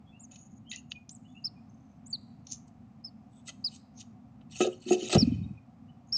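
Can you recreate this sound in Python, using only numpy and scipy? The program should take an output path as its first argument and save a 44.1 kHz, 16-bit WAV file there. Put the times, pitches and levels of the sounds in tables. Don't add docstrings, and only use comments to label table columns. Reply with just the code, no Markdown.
import sys
import numpy as np
from scipy import signal
from scipy.fft import rfft, irfft, next_fast_len
from scipy.io import wavfile

SR = 44100
rng = np.random.default_rng(int(sys.argv[2]) if len(sys.argv) > 2 else 0)


def log_audio(samples):
    frames = np.atleast_2d(samples).T
    limited = np.clip(frames, -1, 1)
    pcm = np.round(limited * 32767).astype(np.int16)
    wavfile.write(sys.argv[1], SR, pcm)


N = 272097
TIME = np.arange(N) / SR


def amp(db):
    return 10 ** (np.asarray(db) / 20)


def unit(x):
    return x / np.sqrt(np.mean(x ** 2) + 1e-20)


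def add(mix, start_s, sound):
    part = mix[max(round(start_s * SR), 0):][:len(sound)]
    part += sound[:len(part)]


def colour(x, points):
    size = next_fast_len(len(x))
    octave = np.log2(np.fft.rfftfreq(size, 1 / SR) + 1)
    hz, db = np.transpose(points)
    gain = amp(np.interp(octave, np.log2(hz), db))
    below = np.minimum(octave - np.log2(hz[0]), 0)
    return irfft(rfft(x, size) * gain * 4 ** below, size)[:len(x)]


def band(x, hz, width_hz):
    return signal.lfilter(*signal.iirpeak(hz, hz / width_hz, fs=SR), x)


def lowpass(x, hz):
    taps = signal.firwin(401, hz, window=("kaiser", 9), fs=SR)
    return signal.oaconvolve(x, taps, "same")


def wander(size, knots_per_s):
    knots = np.arange(size) * knots_per_s / SR
    return unit(np.interp(knots, np.arange(4096), rng.standard_normal(4096)))


def swell(peak_s, rise_s, decay_s):
    start_s = max(peak_s - 4 * rise_s, 0)
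    t = np.arange(start_s, peak_s + 6 * decay_s, 1 / SR) - peak_s
    return start_s, np.exp(np.minimum(t / rise_s, -t / decay_s))


def crackle(slips_per_s, spread_db, smooth):
    sizes = amp(spread_db * np.minimum(rng.exponential(1, N), 4))
    sizes = sizes * (rng.random(N) < slips_per_s / SR)
    slips = unit(sizes * rng.choice([-1, 1], N))
    return unit(slips + smooth * rng.standard_normal(N))


def boxed(x, tilt_db_per_octave, shift_db=2.5, shifts_per_s=55):
    # centre_hz, width_hz (of each of two passes), level_db (before tilt)
    straw = [(657, 270, -15.5), (1335, 73, -11), (2000, 270, -9), (2650, 224, 4), (2948, 304, 4),
             (3806, 400, 2.5), (4340, 360, 3), (4760, 340, -2), (5683, 120, 3), (6600, 980, 3),
             (8170, 1400, 4.5)]
    out = np.zeros(len(x))
    for hz, width_hz, db in straw:
        tilt_db = tilt_db_per_octave * np.log2(hz / straw[0][0])
        share = amp(db + tilt_db + shift_db * wander(len(x), shifts_per_s))
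        out += share * band(band(x, hz, width_hz), hz, width_hz)
    return out


def echo(x, t60_s, wet_db):
    t = np.arange(SR // 2) / SR
    reflections = rng.standard_normal(len(t)) * (rng.random(len(t)) < 0.1)
    tail = reflections * amp(-60 * t / t60_s) * (t > 0.004)
    return amp(wet_db) * signal.oaconvolve(x, tail / np.linalg.norm(tail))[:N]


def background(hum_db=-53.5, swell_db=1.0, air_offset_db=-2.0):
    # hz, relative_db
    hum_colour = [(15, -68.5), (25, -27), (32, -22.5), (51, -24), (64, -10), (117, -0.5), (183, -3.5),
                  (220, 2), (252, 0.5), (348, -24.5), (375, -20), (409, -29.5), (480, -41.5), (620, -58.5),
                  (1060, -120)]
    # hz, relative_db
    air_colour = [(250, -12), (400, -8), (520, -0.5), (620, -3), (730, 8), (880, -4), (1200, -5),
                  (1550, -14.5), (2000, -15.5), (2500, -16), (3300, -23), (6500, -26), (8000, -30.5)]
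    # time_s, level_db (before air_offset_db)
    air_levels = [(0, -66), (.95, -68.5), (1.6, -65.5), (3.5, -66), (6.17, -65.5)]
    hum = amp(hum_db + swell_db * wander(N, 15)) * unit(colour(rng.standard_normal(N), hum_colour))
    air_db = air_offset_db + np.interp(TIME, *np.transpose(air_levels))
    air = amp(air_db) * unit(colour(rng.standard_normal(N), air_colour))
    return hum + air


def song(waver=0.014):
    # start_s, length_s, first_hz, last_hz, level_db (at the source)
    notes = [(0.052, 0.064, 3200, 3530, -69), (0.111, 0.076, 2593, 2884, -64.5),
             (.641, 0.091, 2800, 3450, -60.5), (0.761, 0.036, 2910, 2745, -54.5),
             (0.94, 0.043, 2440, 2476, -56), (1.242, .027, 2740, 3160, -65.5),
             (1.271, 0.066, 3410, 3480, -70.5), (1.341, 0.054, 2650, 2905, -56.5),
             (1.549, 0.054, 2470, 2435, -73.5), (5.308, 0.036, 2960, 3055, -55.5),
             (5.426, 0.029, 3720, 3780, -65), (5.564, 0.023, 2500, 2450, -65.5),
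             (5.878, 0.026, 2870, 3035, -67)]
    out = np.zeros(N)
    for start_s, length_s, first_hz, last_hz, db in notes:
        size = int(length_s * SR)
        pitch_hz = np.linspace(first_hz, last_hz, size) * (1 + waver * wander(size, 300))
        tone = np.sin(2 * np.pi * np.cumsum(pitch_hz) / SR)
        add(out, start_s, amp(db) * np.sqrt(2) * signal.windows.tukey(size, 0.8) * tone)
    return out


def peeps(jitter=0.0035, flutter_db=1.9, thin_flutter_db=3.4, attack_s=0.008, release_s=0.007):
    # start_s, length_s, rise_s, first_hz, top_hz, last_hz, fall_bend (exponent),
    # level_db (before carry), fade_db (over the fall)
    calls = [(0.192, 0.067, 0.033, 6240, 7590, 6060, 0.94, -55, -3),
             (1.098, 0.075, 0.046, 6060, 8000, 6120, 1.15, -55, 4.5),
             (1.439, .048, 0.019, 4470, 5354, 3780, 1.5, -29, 15.5),
             (2.056, .072, 0.039, 5740, 8150, 6210, 1.17, -50.5, 3.5),
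             (2.125, 0.037, 0.009, 4130, 4640, 3630, 1.63, -28.5, 5),
             (3.039, 0.06, .017, 4880, 5300, 4180, 1.4, -38.5, 25.5),
             (3.639, 0.051, .012, 4090, 5150, 3660, 1.3, -27.5, 6.5),
             (4.895, 0.064, 0.025, 6000, 6790, 6050, 1.6, -37.5, 5.5),
             (5.178, 0.06, 0.0097, 4330, 5580, 3870, 1.85, -23, 6),
             (6.12, 0.054, 0.018, 4520, 5525, 4600, 2.6, -25.5, 0)]
    # hz, gain_db
    carry = [(3700, -5.5), (4100, -8), (4500, -1.5), (5300, -2), (6800, -2), (7600, -2), (8100, -14)]
    out = np.zeros(N)
    for start_s, length_s, rise_s, first_hz, top_hz, last_hz, bend, db, fade_db in calls:
        t = np.arange(0, length_s, 1 / SR)
        climb = np.maximum(1 - t / rise_s, 0)
        fall = np.maximum((t - rise_s) / (length_s - rise_s), 0)
        pitch_hz = top_hz - (top_hz - first_hz) * climb ** 2 - (top_hz - last_hz) * fall ** bend
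        shake_db = (thin_flutter_db if top_hz > 6300 else flutter_db) * wander(len(t), 400)
        carry_db = np.interp(pitch_hz, *np.transpose(carry))
        gate = np.minimum(t / attack_s, 1) ** 2 * np.minimum((length_s - t) / release_s, 1)
        level = gate * amp(db - fade_db * fall + carry_db + shake_db)
        turns = np.cumsum(pitch_hz * (1 + jitter * wander(len(t), 900))) / SR
        add(out, start_s, np.sqrt(2) * level * np.sin(2 * np.pi * turns))
    return out


def wisps(relative_width=0.078, flicker_db=4.5, flickers_per_s=110, attack_s=0.013, release_s=0.013):
    # start_s, length_s, level_db, centre_hz, fade_db (over the spell)
    spells = [(0.306, 0.18, -57.5, 6690, 6.5), (0.491, 0.098, -74, 6630, -6.5), (0.693, .12, -46, 6700, 17),
              (0.72, 0.041, -46.5, 2000, 3), (0.719, 0.058, -47.5, 2655, 4), (.892, 0.032, -62.5, 6700, 1),
              (1.221, 0.26, -78, 6680, 8.5), (1.681, .3, -80.5, 6260, 4), (3.309, 0.11, -69.5, 8100, 1.5),
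              (3.32, 0.1, -79.5, 3520, -3), (3.476, 0.029, -49, 2000, 2), (3.484, .022, -44, 3200, 4.5),
              (3.479, 0.028, -52.5, 1366, 4), (5.167, 0.42, -53, 2500, 27), (6.064, 0.1, -76, 6600, -9)]
    out = np.zeros(N)
    slips = crackle(slips_per_s=1000, spread_db=0.5, smooth=0.67)
    slips = slips * amp(flicker_db * wander(N, flickers_per_s))
    for start_s, length_s, db, hz, fade_db in spells:
        grains = slips[int(start_s * SR):][:int(length_s * SR)]
        width_hz = hz * relative_width
        grains = band(band(grains, hz, width_hz), hz, width_hz)
        grains = lowpass(grains, hz + width_hz)
        t = np.arange(len(grains)) / SR
        shape = np.minimum(t / attack_s, 1) * np.minimum((length_s - t) / release_s, 1)
        add(out, start_s, amp(db - fade_db * t / length_s) * shape * unit(grains))
    return out


def rustles(grain_db=-0.5, grains_per_s=130):
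    # peak_s, level_db, rise_s, decay_s, tilt_db_per_octave, top_edge_hz
    strokes = [(.314, -61, 0.0018, 0.042, -8, 6600), (0.359, -49.5, .001, 0.0041, 1.5, 7400),
               (0.731, -44, 0.0062, 0.021, -0.5, 7270), (0.92, -39.5, 0.0033, 0.0041, -2.5, 7330),
               (1.094, -42.5, 0.0011, 0.006, 21, 7250), (2.47, -43.5, 0.0011, 0.0033, 16, 7170),
               (2.496, -52, 0.012, 0.028, 16.5, 7100), (2.521, -35, 0.0054, .014, 20, 7350),
               (2.68, -65.5, .003, 0.0087, 7, 8000), (3.359, -78.5, 0.047, .1, 1.5, 8020),
               (3.48, -42.5, 0.0069, 0.0084, 4.5, 8200), (3.493, -41.5, 0.0039, 0.0086, -5.5, 7800),
               (3.755, -54, 0.038, 0.018, 4.5, 7770), (3.983, -53.5, .012, 0.011, 15, 6670),
               (4.008, -44.5, 0.007, 0.0088, 5, 7590), (4.411, -61, 0.00085, 0.0085, -14.5, 7960),
               (4.888, -39.5, 0.0068, .012, -4.5, 7400), (5.097, -35.5, 0.002, 0.014, -6, 7900),
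               (5.13, -24.5, 0.0077, 0.0074, -5.5, 7900), (5.149, -27, 0.0026, 0.0085, -4.5, 7900),
               (5.167, -21.5, 0.00087, .004, -16, 8100), (5.22, -53, .03, 0.086, -9, 7700)]
    out = np.zeros(N)
    slips = crackle(slips_per_s=1800, spread_db=4.5, smooth=0.55)
    slips = slips * amp(grain_db * wander(N, grains_per_s))
    for peak_s, db, rise_s, decay_s, tilt_db_per_octave, top_hz in strokes:
        start_s, shape = swell(peak_s, rise_s, decay_s)
        grains = boxed(slips[int(start_s * SR):][:len(shape)], tilt_db_per_octave)
        grains = lowpass(grains, top_hz) * shape
        add(out, start_s, amp(db) * np.sqrt(np.mean(shape ** 2)) * unit(grains))
    return out


def snaps(ring_db=-2):
    # start_s, level_db (rms of the first 110 samples), centre_hz
    breaks = [(0.716, -34.5, 3050), (0.7336, -44, 3170), (0.7357, -43, 3150), (.761, -37, 6400),
              (.919, -34, 3050), (0.9602, -59.5, 3130)]
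    out, t = np.zeros(N), np.arange(900) / SR
    for start_s, db, hz in breaks:
        splinters = 0.15 * rng.standard_normal(len(t)) * np.exp(-t / 0.0012)
        force = (t == 0) + splinters
        crack = band(band(force, hz, width_hz=1300), hz, width_hz=1300)
        crack = lowpass(crack + amp(ring_db) * boxed(crack, 0), 7600)
        add(out, start_s, amp(db) * crack / np.std(crack[:110]))
    return out


def scramble(top_hz=7750, grain_db=1.0, grains_per_s=130):
    # time_s, level_db
    curves = [
        [(4.497, -75.5), (4.515, -48.5), (4.545, -56.5), (4.559, -43.5), (4.585, -48.5), (4.613, -33),
         (4.675, -43.5), (4.685, -59), (4.81, -67.5)],
        [(4.81, -68), (4.818, -60.5), (4.848, -58.5), (4.908, -44.5), (4.918, -40.5), (4.928, -34.5),
         (4.966, -52), (5.024, -45), (5.088, -42.5)],
    ]
    # centre_hz, width_hz, gain_db
    ring_hz, ring_width_hz, ring_db = (2900, 550, -3.5)
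    light_db, firm_db = -58, -33.5
    light_tilt_db_per_octave, firm_tilt_db_per_octave = 0.5, -5
    out = np.zeros(N)
    for curve in curves:
        time_s, db = np.transpose(curve)
        level_db = np.interp(np.arange(time_s[0], time_s[-1], 1 / SR), time_s, db)
        size = len(level_db)
        slips = crackle(slips_per_s=1300, spread_db=2.5, smooth=0.69)[:size]
        slips = slips * amp(grain_db * wander(size, grains_per_s))
        light = boxed(slips, light_tilt_db_per_octave, shift_db=5.5, shifts_per_s=64)
        firm = boxed(slips, firm_tilt_db_per_octave, shift_db=5.5, shifts_per_s=64)
        push = np.clip((level_db - light_db) / (firm_db - light_db), 0, 1)
        scratch = (1 - push) * unit(lowpass(light, top_hz)) + push * unit(lowpass(firm, top_hz))
        scratch = scratch + amp(ring_db) * band(scratch, ring_hz, ring_width_hz)
        add(out, time_s[0], amp(level_db) * unit(scratch))
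    return out


def knocks(scrape=0.2, rise_s=0.0045, place_db=2.5):
    # start_s, level_db (first 1000 samples, before the high-pass),
    # contact_decay_s, tilt_db_per_octave
    blows = [(4.603, -22.5, 0.04, 4), (4.645, -31.5, 0.0028, 9), (4.669, -30, .01, 3.5),
             (4.86, -38, 0.23, -8), (4.906, -19.5, 0.038, -2.5), (5.02, -34, 0.03, -3.5),
             (5.094, -45, 0.026, 7), (5.13, -29.5, .008, 12), (5.148, -22.5, 0.011, 7),
             (5.165, -27.5, 0.002, 3)]
    # hz, level_db (before tilt), t60_s (before ring scaling and contact)
    modes = [(220, 0, 0.072), (251.4, -5, 0.17), (314.3, -1.5, 0.057), (363.3, 6.5, 0.17),
             (435, -7.5, 0.25), (527, -14.5, 0.45), (619.6, -11, 0.19), (724, -4, 0.081),
             (757, -15.5, 0.079), (1282, -10.5, 0.023), (1323, -16, 0.038), (1636, -34, 0.12),
             (1931, -59, 0.035), (2610, -33.5, 0.012)]
    ring_share, ring_per_tilt = 0.72, 0.085
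    out, t = np.zeros(N), np.arange(SR // 4) / SR
    for start_s, db, decay_s, tilt_db_per_octave in blows:
        ring_scale = ring_share * np.exp(-ring_per_tilt * tilt_db_per_octave)
        scrape_noise = rng.standard_normal(len(t)) * np.exp(-t / decay_s)
        force = scrape * scrape_noise / np.sqrt(decay_s * SR / 2)
        force[0] += 1
        ring = np.zeros(len(t))
        for hz, mode_db, t60_s in modes:
            tilt_db = tilt_db_per_octave * np.log2(hz / modes[0][0])
            mode_start_db = mode_db + place_db * rng.standard_normal() + tilt_db
            sway_db = place_db * wander(len(t), 90)
            decay_db = 60 * t / (ring_scale * t60_s + 2 * decay_s)
            tone = np.sin(2 * np.pi * (hz * t + rng.random()))
            ring += amp(mode_start_db + sway_db - decay_db) * tone
        blow = signal.fftconvolve(force, ring)[:len(t)] * (1 - np.exp(-(t / rise_s) ** 2))
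        add(out, start_s, amp(db) * blow / np.std(blow[:1000]))
    return signal.sosfilt(signal.butter(3, 110, "high", fs=SR, output="sos"), out)


def wings(rise_s=0.0048, decay_s=0.0061, edge_hz=370):
    # start_s, level_db (before the band-pass), pitch_hz
    beats = [(5.153, -11, 192), (5.171, -16, 165.2), (5.225, -10.5, 232), (5.274, -15, 244),
             (5.319, -18, 239.6), (5.383, -30.5, 156), (5.413, -26.5, 175), (5.459, -31.5, 211),
             (5.505, -32.5, 188)]
    # hz, relative_db
    draught_colour = [(36, -24), (50, -3.5), (80, 12.5), (160, 11.5), (280, -2.5), (400, -16.5), (900, -49)]
    upstroke_delay_s, upstroke_db, upstroke_hz = 0.023, -18.5, 118
    draught_peak_s, draught_db, draught_end_s = 5.175, -27, 5.575
    out, t = np.zeros(N), np.arange(SR // 6) / SR
    puff = (1 - np.exp(-(t / rise_s) ** 2)) * np.exp(-t / decay_s)
    puff /= puff.max()
    for start_s, db, hz in beats:
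        upstroke = amp(db + upstroke_db) * puff * np.sin(2 * np.pi * upstroke_hz * t)
        add(out, start_s, -amp(db) * puff * np.sin(2 * np.pi * hz * t))
        add(out, start_s + upstroke_delay_s, -upstroke)
    out = signal.sosfiltfilt(signal.butter(3, [45, edge_hz], "band", fs=SR, output="sos"), out)
    start_s, shape = swell(draught_peak_s, rise_s=0.0074, decay_s=0.19)
    draught_time_s = start_s + np.arange(len(shape)) / SR
    shape = shape * np.clip((draught_end_s + 0.026 - draught_time_s) / 0.044, 0, 1)
    draught = unit(colour(rng.standard_normal(N), draught_colour))[:len(shape)]
    add(out, start_s, amp(draught_db) * shape * draught)
    return out


def scene():
    # hz, gain_db
    tail_colour = [(2000, 2.5), (3800, 5.5), (4700, -7.5), (5300, -12.5), (5700, -7.5), (6500, 3),
                   (8000, 1.5)]
    chicks = peeps()
    parent = scramble() + knocks() + rustles() + wisps()
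    outside = song()
    outside = 0.57 * outside + echo(outside, t60_s=0.075, wet_db=-1.5)
    tails = colour(echo(chicks, t60_s=0.63, wet_db=-23), tail_colour)
    tails += echo(parent, t60_s=0.3, wet_db=-17.0)
    tails += echo(outside, t60_s=0.39, wet_db=-11.5)
    flutter = echo(chicks, t60_s=0.14, wet_db=-24.5)
    return (chicks + parent + outside + tails + flutter + snaps() + wings() + background())[None]


def record(dry, spur_db=-38, upper_spur_db=-51, hiss_db=-96):
    # hz, gain_db
    mirror = [(7900, -1), (8500, -6.5), (9300, -21.5), (9600, -26.5), (9900, -52.5), (10500, -57.5),
              (12000, -61), (15000, -63.5)]
    sampling_hz, spur_hz, edge_hz = 16000, 3890, 15600
    turn = 2 * np.pi * TIME
    x = lowpass(dry[0], sampling_hz / 2)
    image = colour(2 * x * np.cos(sampling_hz * turn), mirror)
    treble = x - lowpass(x, 2000)
    carriers = amp(spur_db) * np.cos(spur_hz * turn) + amp(upper_spur_db) * np.cos(2 * spur_hz * turn)
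    spurs = 2 * treble * carriers
    hiss = amp(hiss_db) * rng.standard_normal(N)
    return lowpass(x + image + spurs + hiss, edge_hz)[None]


dry = scene()
out = record(dry)
log_audio(out)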